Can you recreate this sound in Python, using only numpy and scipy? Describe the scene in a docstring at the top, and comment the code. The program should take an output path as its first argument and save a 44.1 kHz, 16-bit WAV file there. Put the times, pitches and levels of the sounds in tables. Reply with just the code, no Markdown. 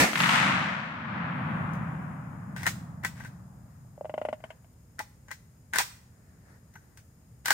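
"""One rifle shot over a mown field at dusk: a saturated muzzle blast with a short wash over the grass.
Near trees slap it back; stands of woods return a crackle of trunk echoes and a low roll.
The seated shooter works the lever: steel slides, strikes and rings the stock and receiver.
A folding chair creaks as its loaded joint sticks and slips, and clothing brushes.
Insects sing behind it all, over a distant low rumble."""
import sys
import numpy as np
from scipy import signal
from scipy.fft import rfft, irfft, next_fast_len
from scipy.io import wavfile
from scipy.ndimage import uniform_filter1d

SR = 44100
rng = np.random.default_rng(int(sys.argv[2]) if len(sys.argv) > 2 else 0)


def generate_wav(signal):
    """Clip the signal to [-1, 1] and save it as 16-bit WAV at the path in sys.argv[1]."""
    frames = np.transpose(np.atleast_2d(signal))
    scaled = np.clip(frames, -1, 1) * 32767
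    pcm = np.round(scaled).astype(np.int16)
    wavfile.write(sys.argv[1], SR, pcm)


N = 332073
T = np.arange(N) / SR
BURST_SAMPLES = 4096
BURST_T = T[:BURST_SAMPLES]


# Blast spectrum: freq_hz, density_db
BLAST_SPECTRUM = [(30, -33.5), (55, -12.5), (110, -1.5), (260, 0), (400, -8), (720, -3), (1100, -8),
                  (2000, -1), (3300, -12), (7000, -11.5), (15500, -22.5)]

def muzzle_blast(drive=0.57, hold_s=0.036, push_s=0.055, fall_db_per_s=316.5, wash_db_per_s=131):
    """A saturated roar holds, drops fast and leaves a slower wash; low push and treble die first."""
    roar = unit_rms(np.tanh(drive * noise(BLAST_SPECTRUM, N)))
    dull = signal.sosfilt(signal.butter(1, 2800, fs=SR, output="sos"), roar)
    treble_db = -2 - 3 * np.minimum(T / 0.016, 2)
    roar = dull + amp(treble_db) * (roar - dull)
    thin = signal.sosfiltfilt(highpass(170), roar)
    push = (roar - thin) * np.exp(-(T / push_s) ** 4)
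    blast_db = -15.5 - fall_db_per_s * np.maximum(T - hold_s, 0)
    wash_db = -14.5 - wash_db_per_s * T
    return (thin + push) * amp(np.maximum(blast_db, wash_db))


# Near-tree echoes: start_s, level_db
TREE_SLAPS = [(.049, -23.5), (.1313, -20.5), (.155, -16), (.173, -22.5), (.203, -12.5), (.235, -14),
              (.257, -18.5), (.291, -14), (.342, -18), (.488, -24)]
# Slap spectrum: freq_hz, density_db
SLAP_SPECTRUM = [(100, -8.5), (400, -20.5), (900, 6), (2100, 10), (3200, 3), (4500, -7),
                 (8500, -28.5), (11000, -27.5), (15500, -31)]

def tree_slaps():
    """Near trees each throw back one short, ragged echo."""
    out = np.zeros((2, N))
    for start_s, level_db in TREE_SLAPS:
        add(out, start_s, amp(level_db) * burst(SLAP_SPECTRUM, decay_s=0.0055, rise_s=0.0009))
    return out


# Trunk-echo spectrum: freq_hz, density_db
CRACKLE_SPECTRUM = [(150, -39.5), (380, -27), (520, -12), (750, -4.5), (1100, 1.5), (1600, 4), (2400, 2.5),
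                    (3600, -2), (5000, -5.5), (8000, -3), (10500, -8.5), (15500, -2.5)]

def trunk_crackle(gain_db=2):
    """Each trunk returns a click; later ones crowd together and lose their treble to the air."""
    clicks_per_s = 3500 + 9000 * T
    clicks = rng.standard_normal((2, N)) * (rng.random(N) < clicks_per_s / SR)
    clicks /= np.sqrt(uniform_filter1d((clicks ** 2).mean(0), size=1200) + 1e-9)
    hz, t, spectra = signal.stft(clicks, SR, nperseg=512)
    hz = hz[:, None]
    air_loss_db = 8 * (hz / 1000) ** 0.89 * t ** 0.86
    shape = amp(db_at(CRACKLE_SPECTRUM, hz) - air_loss_db)
    mids = (hz > 700) & (hz < 2500)
    shape /= np.sqrt((shape ** 2 * mids).mean(0))
    return amp(gain_db) * signal.istft(mic_pair(spectra, hz) * shape, SR, nperseg=512)[1][:, :N]


# Roll spectrum before it sinks: freq_hz, density_db
ROLL_SPECTRUM = [(25, -35.5), (42, -41), (60, -40.5), (90, -9), (130, -3), (185, 1.5), (240, -2),
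                 (310, -11), (420, -23), (900, -64.5)]

def low_roll(sink_per_s=0.1, bass_db_per_octave=-13, deepen_s=0.45):
    """The thunder of far woods deepens as the path grows."""
    hz, t, spectra = signal.stft(rng.standard_normal((2, N)), SR, nperseg=4096)
    hz = hz[:, None]
    octaves_below = np.log2(np.maximum(170 / (hz + 1), 1))
    bass_db = bass_db_per_octave * octaves_below * np.exp(-t / deepen_s)
    shape = amp(db_at(ROLL_SPECTRUM, hz * (1 + sink_per_s * t)) + bass_db)
    roll = signal.istft(mic_pair(spectra, hz) * shape, SR, nperseg=4096)[1][:, :N]
    return roll / np.sqrt(uniform_filter1d((roll ** 2).mean(0), size=3000))


# Stands of woods: distance_m, depth_m, crackle_db, roll_db
WOOD_STANDS = [(40, 8.7, -29, -30), (62.76, 13, -24.5, -40.5), (83.3, 15, -32.5, -31),
               (214.5, 30, -38, -34.5), (269, 31, -40, -32), (314, 21, -60, -35.5), (464, 51, -57.5, -39),
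               (560, 20, -67.5, -48.5)]

def woods_echo(sound_m_per_s=343):
    """Each stand swells over its depth, peaks after the round trip and fades; far ones linger."""
    power = 0
    for distance_m, depth_m, crackle_db, roll_db in WOOD_STANDS:
        delay_s, swell_s = 2 * distance_m / sound_m_per_s, 2 * depth_m / sound_m_per_s
        rise = np.exp(-(np.minimum(T - delay_s, 0) / swell_s) ** 2 / 2)
        fade_db_per_s = 22.5 / delay_s ** 0.39
        fade = amp(-fade_db_per_s * np.maximum(T - delay_s, 0))
        power += (amp([[crackle_db], [roll_db]]) * rise * fade) ** 2
    crackle_gain, roll_gain = np.sqrt(power)
    return crackle_gain * trunk_crackle() + roll_gain * low_roll()


# Bolt and lever travel: start_s, end_s, level_db
STEEL_SLIDES = [(2.563, 2.654, -52.5), (3.154, 3.275, -60.5), (5.737, 5.82, -41), (7.449, 7.54, -46.5)]
# Scrape spectrum: freq_hz, density_db
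SCRAPE_SPECTRUM = [(300, -23), (900, -1.5), (1500, -5), (2000, 3.5), (2700, -4.5), (6000, -12.5),
                   (8700, -12.5), (10500, -24.5), (15500, -19.5)]

def steel_scrape(grit_db=2):
    """Steel drags on steel: a fine scrape, loudest where the receiver rings."""
    grit = amp(grit_db * unit_rms(uniform_filter1d(rng.standard_normal(N), size=130)))
    pressure = sum(amp(level_db) * gate(start_s, end_s) for start_s, end_s, level_db in STEEL_SLIDES)
    return noise(SCRAPE_SPECTRUM, N) * grit * uniform_filter1d(pressure, size=300)


# Steel strikes: start_s, knock_db, focus_hz, snap_db
# Grip shifts 1.7 s, lever opens 2.6 s, bolt stops 3 s, handling 5 s, lever shuts 5.8 s,
# rifle raised 6.7 s, lever worked again 7.5 s.
STRIKES = [(1.734, -69, 1800, -59.5), (2.563, -35, 1660, -49.5), (2.631, -35, 2020, -45.5),
           (2.6568, -26, 1970, -51), (2.665, -16.5, 1860, -31.5), (2.674, -23, 2020, -32),
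           (3.035, -31, 1930, -51.5), (3.0475, -20.5, 1980, -35), (3.202, -38, 1570, -66),
           (3.248, -37.5, 1580, -57), (4.991, -28, 1790, -42), (5.001, -29, 840, -60),
           (5.283, -44.5, 1680, -65), (5.307, -39, 1720, -61), (5.313, -32.5, 2240, -45),
           (5.7346, -23.5, 1650, -38), (5.7577, -22.5, 1670, -33), (5.7844, -21, 1660, -22.5),
           (5.802, -23.5, 980, -58), (6.738, -60, 1690, -71), (6.755, -43.5, 1400, -67),
           (6.973, -54, 1600, -56), (7.4569, -26.5, 1590, -30), (7.481, -23.5, 1627, -32.5),
           (7.505, -13, 1500, -23.5)]

def contacts(gap_s=0.006, touch_db=-17.5, rebound_db=-5.5, soft_db=-8.5, chatter_per_s=110):
    """Parts touch, strike and rebound, and chatter as they slide. Rows as in STRIKES."""
    rows = []
    for start_s, knock_db, focus_hz, snap_db in STRIKES:
        rows += [(start_s - gap_s, knock_db + touch_db, focus_hz, snap_db + touch_db + soft_db),
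                 (start_s, knock_db, focus_hz, snap_db),
                 (start_s + gap_s, knock_db + rebound_db, focus_hz, snap_db + rebound_db + soft_db)]
    for start_s, end_s, level_db in STEEL_SLIDES:
        times_s = start_s + np.cumsum(rng.uniform(0.5, 1.5, size=24)) / chatter_per_s
        forces_db = level_db + 3 * rng.standard_normal(24)
        rows += [(s, db + 7.5, 1650, db - 4.5) for s, db in zip(times_s, forces_db) if s < end_s]
    return rows


# Wooden stock and receiver modes: pitch_hz, level_db, t60_s
BODY_MODES = [(330, 2, 0.046), (648, 0.5, 0.043), (847, 8.5, 0.03), (972, -1, 0.041), (1183, -17, .045),
              (1474, -8, 0.049), (1523, -9.5, 0.097), (1610, -8, 0.058), (1829, 0, 0.026),
              (1934, -9, 0.082), (2035, -4.5, 0.042), (2204, -10.5, 0.046)]
# Thin steel modes: pitch_hz, level_db, t60_s
STEEL_MODES = [(3634, -5.5, .06), (4400, -5.5, 0.04), (5860, 3, .08), (6780, -7, .09), (7310, -9.5, 0.089),
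               (7935, -25, .08), (8440, 2, 0.03)]
# Loose metal part modes: pitch_hz, level_db, t60_s
CLINK_MODES = [(5950, 1, .08), (6100, 4.5, .06), (12600, -2.5, .1)]
# Bright part of a contact: freq_hz, density_db
SNAP_SPECTRUM = [(150, -11.5), (500, -18.5), (1000, 1.5), (2000, 4.5), (3000, 2), (5000, 2), (8200, 1.5),
                 (10500, -7), (15500, -3)]
# Dull part of a contact: freq_hz, density_db
THUD_SPECTRUM = [(100, -10.5), (220, -3.5), (450, -5), (1000, 6.5), (2100, 2.5), (3000, -7), (6000, -45.5)]

def lever_action(focus_db_per_octave=24, clink_db=-56.5):
    """Contacts snap, ring the steel and knock the body; a loose part clinks at each strike."""
    bright, knocks = steel_scrape(), np.zeros((2, N))
    for start_s, *_ in STRIKES:
        scratch = amp(-8) * burst(SNAP_SPECTRUM, decay_s=0.0089)
        clink = ring(CLINK_MODES, amp(5 * rng.standard_normal(len(CLINK_MODES))))
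        add(bright, start_s, amp(clink_db) * (clink + scratch))
    for start_s, knock_db, focus_hz, snap_db in contacts():
        octaves_off = abs(np.log2(np.transpose(BODY_MODES)[0] / focus_hz))
        thud = amp(-5) * burst(THUD_SPECTRUM, decay_s=0.005)
        body = amp(4.5) * ring(BODY_MODES, amp(-focus_db_per_octave * octaves_off), rise_s=0.0012)
        add(knocks, start_s, amp(knock_db) * (body + thud))
        snap = amp(10) * burst(SNAP_SPECTRUM, decay_s=0.004)
        steel = amp(-7) * ring(STEEL_MODES, 1)
        add(bright, start_s, amp(snap_db) * (snap + steel))
    bright = signal.sosfilt(highpass(260), bright)  # small parts radiate no bass
    bright = reflect(bright, left_db=-0.4, near_db=-2, near_t60_s=0.13, far_db=-10.5, far_t60_s=0.46)
    knocks = reflect(knocks, left_db=0.5, near_db=-16.5, near_t60_s=0.11, far_db=-22.5, far_t60_s=0.58)
    return bright + knocks


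# Chair joint slips: start_s, level_db
JOINT_SLIPS = [(3.978, -35.5), (4.01, -26), (4.046, -28), (4.054, -26.5), (4.0952, -24.5), (4.140, -21.5),
               (4.1785, -20.5), (4.215, -21.5), (4.251, -19.5), (4.2864, -20.5), (4.328, -21),
               (4.403, -47.5), (4.439, -30), (4.504, -33), (4.644, -53.5)]
# Weight on the joint: time_s, load_fraction
JOINT_LOAD = [(3.98, 0), (4.015, .02), (4.06, 0.48), (4.1, 0.55), (4.33, .68), (4.45, 0.97)]
# Hollow frame modes: base_pitch_hz, level_db, t60_s
FRAME_MODES = [(630.5, -1.5, 0.046), (698, 6.5, 0.012), (860, -12, 0.013), (1056, -35, 0.0053),
               (1475, -14.5, 0.023), (2060, -10.5, 0.016), (2860, -17.5, 0.019), (3037, -21, .024)]
# Joint rasp spectrum: freq_hz, density_db
RASP_SPECTRUM = [(250, 23.5), (450, -9), (950, 15.5), (1300, -2), (2900, 2), (3900, -16),
                 (9000, -17.5), (15000, -47)]

def chair_creak(gain_db=8, wander=0.011):
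    """Each slip rasps and knocks the frame; load raises the pitch and wakes the upper modes."""
    out = np.zeros((2, N))
    upper = np.transpose(FRAME_MODES)[0] > 900
    for start_s, level_db in JOINT_SLIPS:
        load = np.interp(start_s, *np.transpose(JOINT_LOAD))
        sharp_db = -19.5 + 30 * load
        rasp = amp(sharp_db - 18) * burst(RASP_SPECTRUM, decay_s=0.009, rise_s=0.0013)
        pitch_ratio = (0.94 + 0.11 * load ** 2) * (1 + wander * rng.standard_normal())
        modes = np.multiply(FRAME_MODES, [pitch_ratio, 1, 1])
        knock = ring(modes, amp(upper * sharp_db), rise_s=0.0016, phase_spread=0.15)
        add(out, start_s, amp(level_db + gain_db) * (knock + rasp))
    out = signal.sosfilt(highpass(370), out)
    return reflect(out, left_db=3.2, near_db=-17, near_t60_s=0.09, far_db=-24, far_t60_s=0.35)


# Clothing brushes: centre_s, half_length_s, level_db
CLOTH_BRUSHES = [(3.3, 0.11, -63.5), (3.75, 0.11, -69.5), (4.48, 0.11, -64.5), (6.3, 0.26, -69),
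                 (6.517, 0.064, -62.5), (6.844, 0.16, -68.5)]
# Cloth spectrum: freq_hz, density_db
CLOTH_SPECTRUM = [(200, -1), (600, 1), (1100, -3), (1800, 1.5), (3000, -22), (5000, -14), (12000, -25)]

def clothing():
    """Cloth rubs with each turn and lift, swelling and sinking evenly."""
    rub = sum(amp(db) * np.exp(-((T - s) / half_s) ** 2) for s, half_s, db in CLOTH_BRUSHES)
    return rub * noise(CLOTH_SPECTRUM, N)


# Insect chorus bands: centre_hz, width_hz, level_db
CHORUS_BANDS = [(5140, 550, -83.5), (6820, 710, -78), (7950, 1900, -83.5), (9140, 3200, -80),
                (13700, 1400, -81)]
# Katydid bouts: start_s, end_s
KATYDID_BOUTS = [(3.48, 5.2), (5.42, 5.6), (6.7, 7.4)]

def insects():
    """A steady high chorus, and one near katydid singing in bouts."""
    chorus = sum(amp(db) * noise_band(hz, width_hz) for hz, width_hz, db in CHORUS_BANDS)
    bouts = uniform_filter1d(sum(gate(*bout) for bout in KATYDID_BOUTS), size=3000)
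    return chorus + amp(-84) * bouts * noise_band(centre_hz=14000, width_hz=130)


# Distant rumble and hiss: freq_hz, density_db
RUMBLE_SPECTRUM = [(15, -36), (25, -31.5), (45, -3), (116, 1), (140, -2.5), (227, -9.5), (378, -23),
                   (410, -20.5), (804, -26.5), (1850, -32), (3530, -41.5), (6730, -39), (11800, -46.5),
                   (13500, -42), (15500, -46)]

def field(gain_db=1.57, dip_db=-22, hold_s=0.93, return_s=0.4):
    """Rumble, hiss and insects; the level dips under the shot and returns."""
    background = insects() + amp(-56.5) * noise(RUMBLE_SPECTRUM, N)
    dip = np.exp(-(np.maximum(T - hold_s, 0) / return_s) ** 2)
    return background * amp(gain_db + dip_db * dip)


def amp(db):
    """Decibels to gain."""
    return 10 ** (np.asarray(db) / 20)


def unit_rms(x):
    """Scales to rms 1."""
    return x / np.sqrt(np.mean(x ** 2) + 1e-20)


def db_at(spectrum, hz):
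    """Interpolates a spectrum table in log frequency."""
    freq_hz, db = np.transpose(spectrum)
    return np.interp(np.log(hz + 1), np.log(freq_hz), db)


def gate(start_s, end_s):
    """1 between the two times, else 0."""
    return 1.0 * ((T > start_s) & (T < end_s))


def highpass(cut_hz, order=2):
    """High-pass filter sections."""
    return signal.butter(order, cut_hz, "highpass", fs=SR, output="sos")


def add(mix, start_s, sound):
    """Mixes a stereo sound in."""
    part = mix[:, max(round(start_s * SR), 0):][:, :sound.shape[1]]
    part += sound[:, :part.shape[1]]


def noise(spectrum, size):
    """Coloured noise at two microphones."""
    hz = np.fft.rfftfreq(size, 1 / SR)
    white = rfft(rng.standard_normal((2, size)))
    return unit_rms(irfft(mic_pair(white, hz) * amp(db_at(spectrum, hz)), size))


def noise_band(centre_hz, width_hz):
    """An independent band of noise at each microphone."""
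    hz = np.fft.rfftfreq(N, 1 / SR)
    shape = np.exp(-2 * ((hz - centre_hz) / width_hz) ** 2)
    return unit_rms(irfft(rfft(rng.standard_normal((2, N))) * shape, N))


def burst(spectrum, decay_s, rise_s=0.00046):
    """Noise with a fast rise and an exponential decay."""
    return noise(spectrum, BURST_SAMPLES) * np.exp(-BURST_T / decay_s) * (1 - np.exp(-BURST_T / rise_s))


def ring(modes, gains, rise_s=0.0005, phase_spread=0.93, left_lag_s=0.0001):
    """Struck modes die away; they sound from the right, so the left microphone lags."""
    hz, db, t60_s = np.transpose(modes)[:, :, None]
    weights = amp(db) * np.reshape(gains, (-1, 1))
    phase = phase_spread * rng.uniform(-np.pi, np.pi, hz.shape)
    envelope = amp(-60 * BURST_T / t60_s) * (1 - np.exp(-BURST_T / rise_s))
    envelope *= weights / np.linalg.norm(weights)
    return np.array([(envelope * np.sin(2 * np.pi * hz * (BURST_T - lag_s) + phase)).sum(0)
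                     for lag_s in (left_lag_s, 0)])


def reflect(x, left_db, near_db, near_t60_s, far_db, far_t60_s):
    """Direct sound, a quick cloud of close reflections, and a fainter, longer one."""
    t, tail = T[:SR], 0
    for db, t60_s in ((near_db, near_t60_s), (far_db, far_t60_s)):
        taps = rng.standard_normal((2, SR)) * amp(-60 * t / t60_s) * (1 - np.exp(-t / 0.009))
        tail += amp(db) * taps / np.linalg.norm(taps[0])
    direct = mic_colour(x) * amp([[left_db / 2], [-left_db / 2]])
    return direct + signal.oaconvolve(x, tail, axes=1)[:, :N]


def mic_pair(spectra, hz, alike_hz=540):
    """Long waves reach both microphones alike; the treble is unrelated."""
    left, other = spectra
    coherence = 1 / (1.0207 + (hz / alike_hz) ** 3)
    return np.array([left, coherence * left + np.sqrt(1 - coherence ** 2) * other])


# Microphone imbalance before the bass taper: freq_hz, left_minus_right_db
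MIC_IMBALANCE = [(300, 1), (600, -4.5), (1100, 4), (1900, 4.5), (3500, 0.5), (7000, 0.5), (10500, 12.5),
                 (15000, 2)]

def mic_colour(x, taper_hz=600):
    """The two microphones colour sound from ahead differently."""
    size = next_fast_len(N + 4096)
    hz = np.fft.rfftfreq(size, 1 / SR)
    tilt_db = db_at(MIC_IMBALANCE, hz) * np.minimum(hz / taper_hz, 1) / 2
    return irfft(rfft(x, size) * amp([tilt_db, -tilt_db]), size)[:, :N]


def scene():
    """The blast overloads both microphones alike; then echoes, the field and handling."""
    blast = muzzle_blast()
    ahead = tree_slaps() + woods_echo() + clothing() + field()
    return blast + mic_colour(ahead) + chair_creak() + lever_action()


def record(dry, low_cut_hz=50, high_cut_hz=15900, ceiling_db=-5):
    """The microphones round off the tallest peaks and shed the deepest bass; then the band limit."""
    rounded = amp(ceiling_db) * np.tanh(dry / amp(ceiling_db))
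    trimmed = signal.sosfilt(highpass(low_cut_hz, order=4), rounded)
    lowpass = signal.firwin(511, high_cut_hz, window=("kaiser", 9), fs=SR)
    return signal.oaconvolve(trimmed, lowpass[None], "same")


dry = scene()
out = record(dry)
generate_wav(out)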